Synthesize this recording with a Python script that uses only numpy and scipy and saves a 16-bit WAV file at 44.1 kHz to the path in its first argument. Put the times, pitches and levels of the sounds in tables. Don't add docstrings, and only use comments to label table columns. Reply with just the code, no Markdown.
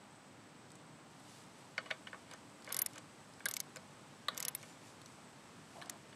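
import sys
import numpy as np
from scipy import signal
from scipy.fft import rfft, irfft
from scipy.io import wavfile
from scipy.ndimage import uniform_filter1d, minimum_filter1d

SR = 44100
rng = np.random.default_rng(int(sys.argv[2]) if len(sys.argv) > 2 else 0)


def to_wav(s):
    ch = np.atleast_2d(s).T
    pcm = np.round(np.clip(ch, -1, 1) * 32767)
    wavfile.write(sys.argv[1], SR, pcm.astype(np.int16))


def voltage_ratio(decibels):
    exponent = np.asarray(decibels, float) / 20
    return 10 ** exponent


N = 271478
TOP_HZ = 15700
LEAD = 220

# frequency in Hz, level in dB, t60 in s.
FRAME_LOW = [(519.6, -4, 0.072), (640, -6.5, 0.1), (800, -8, 0.043), (1052, 4.5, 0.015), (1176, 0, 0.026)]
FRAME_MID = [(1280, 0, 0.048), (1454, -2, 0.031), (1568, 5.5, 0.028), (1820, -1.5, 0.062)]
FRAME_UPPER = [(1800, -8.5, 0.039), (2152, 6, 0.017), (2300, -5, 0.042), (2440, -8, .02)]
FRAME_TOP = [(2937, 3.5, 0.032), (3270, -2, 0.03), (3475, -1, 0.029), (3690, -6, 0.033), (4064, 1, 0.014),
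             (4500, -3.5, 0.055)]


def rms_one(x):
    return x / np.sqrt(np.mean(x ** 2) + 1e-20)


def in_time(rows):
    s, *columns = np.transpose(rows)
    return [np.interp(np.arange(N) / SR, s, column) for column in columns]


def band(x, low_hz, high_hz):
    sos = signal.butter(2, [low_hz, min(high_hz, SR / 2.2)], "band", fs=SR, output="sos")
    return signal.sosfilt(sos, x)


def drift(rate_hz):
    r = np.exp(-2 * np.pi * rate_hz / SR)
    noise = rng.standard_normal(N + SR)
    return rms_one(signal.lfilter([1], [1, -2 * r, r * r], noise)[SR:])


def ring(force, hz, t60):
    r = voltage_ratio(-60 / (max(t60, 0.002) * SR))
    w = 2 * np.pi * hz / SR
    return signal.lfilter([0, np.sin(w)], [1, -2 * r * np.cos(w), r * r], force + 1e-18)


def contact(length_ms, creep_ms, spike, rattle):
    t_ms = np.arange(-LEAD, 1800) / SR * 1000
    creep = 0.21 * np.exp(-np.abs(t_ms) / creep_ms)
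    after = np.exp(-np.abs(t_ms) / max(length_ms, 0.1)) + rattle * np.exp(-np.abs(t_ms) / 16)
    unevenness = voltage_ratio(4 * rng.standard_normal(len(t_ms)))
    force = np.where(t_ms < 0, creep, after) * rng.standard_normal(len(t_ms)) * unevenness
    force[LEAD] = spike
    return force / np.sqrt(np.sum(force ** 2))


def train(times, forces, levels_db):
    line = np.zeros(N + 2500)
    for s, force, db in zip(times, forces, levels_db):
        start = round(s * SR) - LEAD
        line[start:start + len(force)] += voltage_ratio(db) * force
    return line[:N]


def strike(times, forces, levels_db, modes, spread_db, snap_db, low_hz, high_hz, ring_db=0):
    share = rng.standard_normal((len(times), len(modes)))
    fair = np.sqrt(2 * (high_hz - low_hz) / SR)
    forces = [force * fair / np.linalg.norm(band(force, low_hz, high_hz)) for force in forces]
    out = voltage_ratio(snap_db) * band(train(times, forces, levels_db), low_hz, high_hz)
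    for k, (hz, mode_db, t60) in enumerate(modes):
        blow_db = levels_db + ring_db + mode_db + spread_db * share[:, k]
        out += ring(train(times, forces, blow_db), hz, t60) * (-1) ** k
    return out


def grains(per_s, spread_db):
    born = rng.random(N) < per_s / SR
    size_db = spread_db * np.minimum(rng.exponential(1, N), 4)
    return born * voltage_ratio(size_db) * rng.choice([-1, 1], N)


def strokes(rows, rise_db_per_s, fall_db_per_s):
    t = np.arange(N) / SR
    levels = []
    for s, hold_s, db in rows:
        rise = rise_db_per_s * np.clip(s - t, 0, None)
        fall = fall_db_per_s * np.clip(t - s - hold_s, 0, None)
        levels.append(db - rise - fall)
    return np.max(levels, axis=0)


def pawl():
    # time in s, strength in dB, brightness in dB, freedom to ring in dB.
    teeth = [(2.7253, -30, 8.5, -16), (2.745, -28.5, 3, -14), (2.7668, -26.5, 6.5, -4),
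             (2.7904, -26, 8.5, 2), (2.818, -27.5, 4, 19), (2.8619, -25.5, 5.5, -15),
             (3.4568, -25.5, 5, -1), (3.486, -27.5, 1.5, 8), (3.512, -29, 2, 2), (3.5389, -28, 0, -7),
             (3.567, -24, -0.5, -9), (3.6029, -25.5, 3, -8), (4.377, -26.5, 0.5, -4), (4.4028, -29, 4, -13),
             (4.4269, -28, -1, -6), (4.451, -26.5, 4, -8), (4.4828, -25, 2.5, 15), (4.5502, -31, 10.5, -9),
             (5.897, -28.5, 0, -8)]
    # frequency in Hz, level in dB, t60 in s.
    handle = [(1620, 4, 0.0089), (2080, 10, 0.014), (2240, 3.5, 0.018), (2660, -2.5, 0.022)]
    body = [(3930, -2.5, 0.013), (5120, -3, 0.019), (6620, 10, 0.0027), (7160, 11, 0.0075),
            (7800, 0.5, 0.0075), (8500, 3.5, 0.008)]
    head = [(9850, -3, .03), (10300, -12, .025), (11300, -8, .012), (12300, -4, .032), (12500, -2, .042),
            (12800, -5, .018)]
    s, peak_db, bright_db, free_db = np.transpose(teeth)
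    new_swing = np.diff(s, prepend=0) > 0.2
    swing_start = np.maximum.accumulate(s * new_swing)
    handle_db = -8.5 + 30 * (s - swing_start)
    forces = [contact(length_ms=1.8, creep_ms=1.9, spike=9.7, rattle=0.039) for _ in s]
    thud = strike(s, forces, peak_db + handle_db - 15.5, handle,
                  spread_db=3.5, snap_db=28, low_hz=870, high_hz=3170)
    clack = strike(s, forces, peak_db - 14.5, body,
                   spread_db=3.0, snap_db=32.5, low_hz=3170, high_hz=7800)
    chime = strike(s, forces, peak_db + bright_db - 9.0, head,
                   spread_db=11.5, snap_db=25.5, low_hz=8680, high_hz=12800, ring_db=free_db - 18.5)
    return thud + clack + chime


def drive():
    # time in s, peak in dB, brightness in dB.
    take_ups = [
        (3.459, -21.5, -3),
        (4.284, -15.5, 0),
        (5.822, -35, 1.5),
    ]
    # frequency in Hz, level in dB, t60 in s.
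    drive_low = [(1013, -1, .025), (1165, 2, 0.022), (1444, 2.5, 0.033), (1610, 7, 0.025), (1800, -5, .02)]
    drive_high = [(3480, -2.5, 0.027), (3787, 1.5, 0.017), (3955, -7.5, 0.013), (4420, -1, 0.015)]
    s, peak_db, bright_db = np.transpose(take_ups)
    forces = [contact(length_ms=1.55, creep_ms=0.58, spike=3.0, rattle=0.085) for _ in s]
    low = strike(s, forces, peak_db - 15, drive_low,
                 spread_db=4.5, snap_db=30, low_hz=890, high_hz=1890)
    high = strike(s, forces, peak_db + bright_db - 11.5, drive_high,
                  spread_db=-1.5, snap_db=31, low_hz=3240, high_hz=4300)
    crack = band(train(s, forces, peak_db + bright_db - 1), 2000, 12000)
    frame = strike(s, forces, peak_db - 24.5, FRAME_LOW,
                   spread_db=1.0, snap_db=24, low_hz=350, high_hz=900)
    return low + high + crack + frame


def socket():
    # time in s, peak in dB, weight in dB, brightness in dB, contact length in ms.
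    knocks = [(1.779, -21.5, -13, -13, 3.9), (1.86, -43.5, 0, -6, 6.1), (1.905, -27.5, -10.5, -16, 3.3),
              (1.91, -25.5, -5.5, -8.5, 2.1), (2.07, -33.5, -10, -11.5, 5.8), (2.13, -30, -7, -26.5, 0.95),
              (2.142, -39, 2, -29, 7.6), (2.313, -44, -7, -17, 2.6), (2.333, -37, -4.5, -20, 7.9),
              (2.675, -38, -6, -22, 2.3), (2.704, -37.5, -3, -15, 1.2), (2.959, -40, -7, -19, 1.8),
              (2.978, -40, -5.5, -10.5, 3.7), (3.405, -40.5, -10, -24, 1.9), (3.76, -40, -6.5, -9.5, 1.1),
              (3.768, -38, -5, -15, 2.5), (4.63, -46.5, -1.5, -6.5, 3.4), (5.815, -40, -13, -6, 4.1),
              (6.127, -48.5, -7, -9, 2.3)]
    # frequency in Hz, level in dB, t60 in s.
    frame_tail = [(1151, 2.5, .1), (2460, -15, .1), (3410, -3.5, 0.13)]
    s, peak_db, low_db, top_db, length_ms = np.transpose(knocks)
    forces = [contact(length_ms=ms, creep_ms=0.15, spike=7.1, rattle=0.14) for ms in length_ms]
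    low = strike(s, forces, peak_db + low_db - 6.5, FRAME_LOW,
                 spread_db=-1.5, snap_db=20.5, low_hz=645, high_hz=1380)
    mid = strike(s, forces, peak_db - 14.5, FRAME_MID,
                 spread_db=-2.0, snap_db=37.5, low_hz=1293, high_hz=1782)
    upper = strike(s, forces, peak_db + (low_db + top_db) / 2 - 3.0, FRAME_UPPER,
                   spread_db=6.0, snap_db=37, low_hz=1844, high_hz=2560)
    top = strike(s, forces, peak_db + top_db - 6.5, FRAME_TOP,
                 spread_db=-4.0, snap_db=25.5, low_hz=2500, high_hz=6180)
    crack = band(train(s, forces, peak_db + top_db - 4), 4500, 13000)
    tail = strike(s, forces, peak_db + top_db - 19, frame_tail,
                  spread_db=0.0, snap_db=-15, low_hz=1000, high_hz=3600)
    return low + mid + upper + top + crack + tail


def joints():
    # time in s, peak in dB, pitch in Hz.
    plays = [(0.7043, -48.5, 5270), (0.718, -46.5, 8100), (0.755, -47, 7800), (1.2005, -50, 4080),
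             (2.3126, -40, 5010), (2.3363, -39.5, 6440), (2.6226, -47, 5400), (2.646, -40, 5400),
             (2.667, -45, 4820), (2.6917, -40.5, 5170), (2.9337, -44, 7750), (2.958, -42.5, 7040),
             (2.9814, -37.5, 7740), (3.3373, -47, 5100), (3.3966, -48, 4910), (3.7602, -38, 7400),
             (3.769, -38, 5190), (4.3474, -40.5, 4070), (4.6144, -49, 5800), (4.6288, -40.5, 7830),
             (5.0162, -42, 4410), (5.0598, -40.5, 6030), (5.8587, -43, 5370)]
    # time in s, peak in dB, pitch in Hz.
    slips = [(2.7222, -32.5, 9700), (3.56, -42, 11500), (3.5948, -45, 9700), (4.3706, -39, 11760),
             (4.398, -42, 7900), (5.830, -51, 11000)]
    s, peak_db, pitch_hz = np.transpose(plays + slips)
    forces = [contact(length_ms=2.0, creep_ms=0.31, spike=7.1, rattle=0.047) for _ in s]
    ticks = [0.7 * ring(force, hz, 0.0064) + 5.6 * band(force, 3260, 8900)
             for force, hz in zip(forces, pitch_hz)]
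    return train(s, ticks, peak_db - 1.0)


def scrape():
    # start in s, hold in s, level in dB.
    rubs = [(1.8, 0.16, -61), (2.31, .02, -57.5), (2.69, .13, -54), (2.95, 0.018, -59.5),
            (3.47, 0.035, -56), (4.32, .17, -56), (5.84, 0.08, -62)]
    rub = band(grains(2500, spread_db=1.0), 344, 4300)
    modes = FRAME_LOW + FRAME_MID + FRAME_UPPER + FRAME_TOP
    ringing = sum(voltage_ratio(db) * ring(rub, hz, t60) for hz, db, t60 in modes)
    return voltage_ratio(strokes(rubs, rise_db_per_s=400, fall_db_per_s=311)) * rms_one(ringing)


def squeak():
    # time in s, pitch in Hz, level in dB.
    path = [
        (4.68, 7150, -90),
        (4.695, 7150, -67),
        (4.75, 7080, -69),
        (4.77, 7080, -90),
    ]
    hz, db = in_time(path)
    return voltage_ratio(db + 2.3 * drift(50)) * np.sin(2 * np.pi * np.cumsum(hz) / SR)


def creak():
    # time in s, pitch in Hz, level in dB.
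    path = [(5.72, 793, -64), (5.75, 745, -51), (5.79, 661.4, -49.5), (5.84, 715, -55), (5.9, 709, -55.5),
            (5.97, 640, -55.5), (6.0, 640, -71)]
    hz, db = in_time(path)
    turn = 2 * np.pi * np.cumsum(hz * (1 + 0.0452 * drift(69.6))) / SR
    rub = rms_one(band(grains(3000, spread_db=1.5), 520, 1000))
    tone = 0.77 * np.sin(turn) + 0.28 * np.sin(turn / 2) + 0.31 * np.sin(3 * turn / 2)
    return voltage_ratio(db - 4.5 + 2.4 * drift(60)) * (0.57 * rub + tone)


def rustle():
    # start in s, hold in s, level in dB.
    moves = [(1.3, 0.085, -66.5), (1.58, 0.044, -70.5), (2.31, .02, -72), (2.9, 0.031, -69.5),
             (4.6, 0.096, -67), (4.86, 0.018, -67), (5.08, .04, -70.5), (5.74, 0.053, -68)]
    rest_db = np.where(np.arange(N) / SR < 1.1, -77.5, -73)
    level_db = np.maximum(rest_db, strokes(moves, rise_db_per_s=76, fall_db_per_s=71)) + 3.5
    fibres = band(band(grains(9000, spread_db=2.5), 1630, 11000), 800, 10000)
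    return voltage_ratio(level_db) * rms_one(fibres)


def outdoors():
    # frequency in Hz, spectral density in dB per Hz.
    distant = [(15, -70), (25, -8), (43, -33.5), (108, -3), (238, -2.5), (409, -10), (443, -9.5),
               (666, -10), (805, -16), (873, -9), (6160, -26.5), (7860, -30), (9500, -36.5), (15100, -126),
               (16400, -69)]
    # frequency in Hz, level in dB.
    hum = [(150, -73), (300, -73)]
    spectrum_hz = np.maximum(np.fft.rfftfreq(N, 1 / SR), 1)
    corner_hz, density_db = np.transpose(distant)
    colour = voltage_ratio(np.interp(np.log(spectrum_hz), np.log(corner_hz), density_db))
    air = rms_one(irfft(rfft(rng.standard_normal(N)) * colour, N))
    traffic = voltage_ratio(-59.5 + 0.237 * np.arange(N) / SR) * air

    song_hz, width_hz = 8020, 610
    song = band(rng.standard_normal(N), song_hz - width_hz / 2, song_hz + width_hz / 2)
    insects = voltage_ratio(-73.5 + 0.29 * drift(2.0) + 1.6 * drift(36)) * rms_one(song)

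    motor = 0
    for hz, db in hum:
        level = voltage_ratio(db + 4.6 * drift(2.9))
        turns = hz * np.cumsum(1 + 0.015 * drift(3.22)) / SR
        motor = motor + level * np.sin(2 * np.pi * turns)
    return traffic + insects + motor


def echoes(x):
    dull = signal.lfilter([0.6], [1, -0.4], x)
    paths = [(1.6, -14.0), (4.1, -12), (8.5, -21), (15, -43.0)]   # (delay ms, level dB)
    return x + sum(voltage_ratio(db) * np.roll(dull, round(ms * SR / 1000)) for ms, db in paths)


def scene():
    steel = pawl() + socket() + drive() + joints()
    steel = signal.sosfilt(signal.butter(2, 330, "high", fs=SR, output="sos"), steel)
    steel = signal.sosfilt(signal.butter(4, 14000, fs=SR, output="sos"), steel)
    mono = echoes(steel) + rustle() + scrape() + creak() + squeak() + outdoors()
    return np.array([mono, mono])


def thin_treble(x):
    mask_db, mask_ms, mask_from_hz = 25, 19, 4200
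    hz, _, cells = signal.stft(x, SR, nperseg=256)
    power = uniform_filter1d(np.abs(cells) ** 2, size=7, axis=0)
    treble = power[hz > 4500].mean(axis=0)
    after = int(mask_ms * SR / 128000)
    loudest = -minimum_filter1d(-treble, size=after + 5, origin=2)
    spared_db = 12.0 * np.clip(1 - (hz[:, None] - mask_from_hz) / 2000, 0, 9)
    margin_db = 10 * np.log10(power / loudest + 1e-12) + mask_db + spared_db
    return signal.istft(cells * np.clip(margin_db / 3, 0.01, 1), SR, nperseg=256)[1][:N]


def top_cut(x):
    return signal.sosfilt(signal.butter(12, 16500, fs=SR, output="sos"), x)


def record(dry):
    mono = signal.sosfilt(signal.butter(2, 40, "high", fs=SR, output="sos"), dry[0])
    hiss = rms_one(band(rng.standard_normal(N), 11000, TOP_HZ))
    mono = mono + voltage_ratio(-90.5) * hiss
    mono = thin_treble(signal.sosfilt(signal.butter(12, TOP_HZ, fs=SR, output="sos"), mono))
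    return top_cut(np.array([mono, mono]))


dry = scene()
out = record(dry)
to_wav(out)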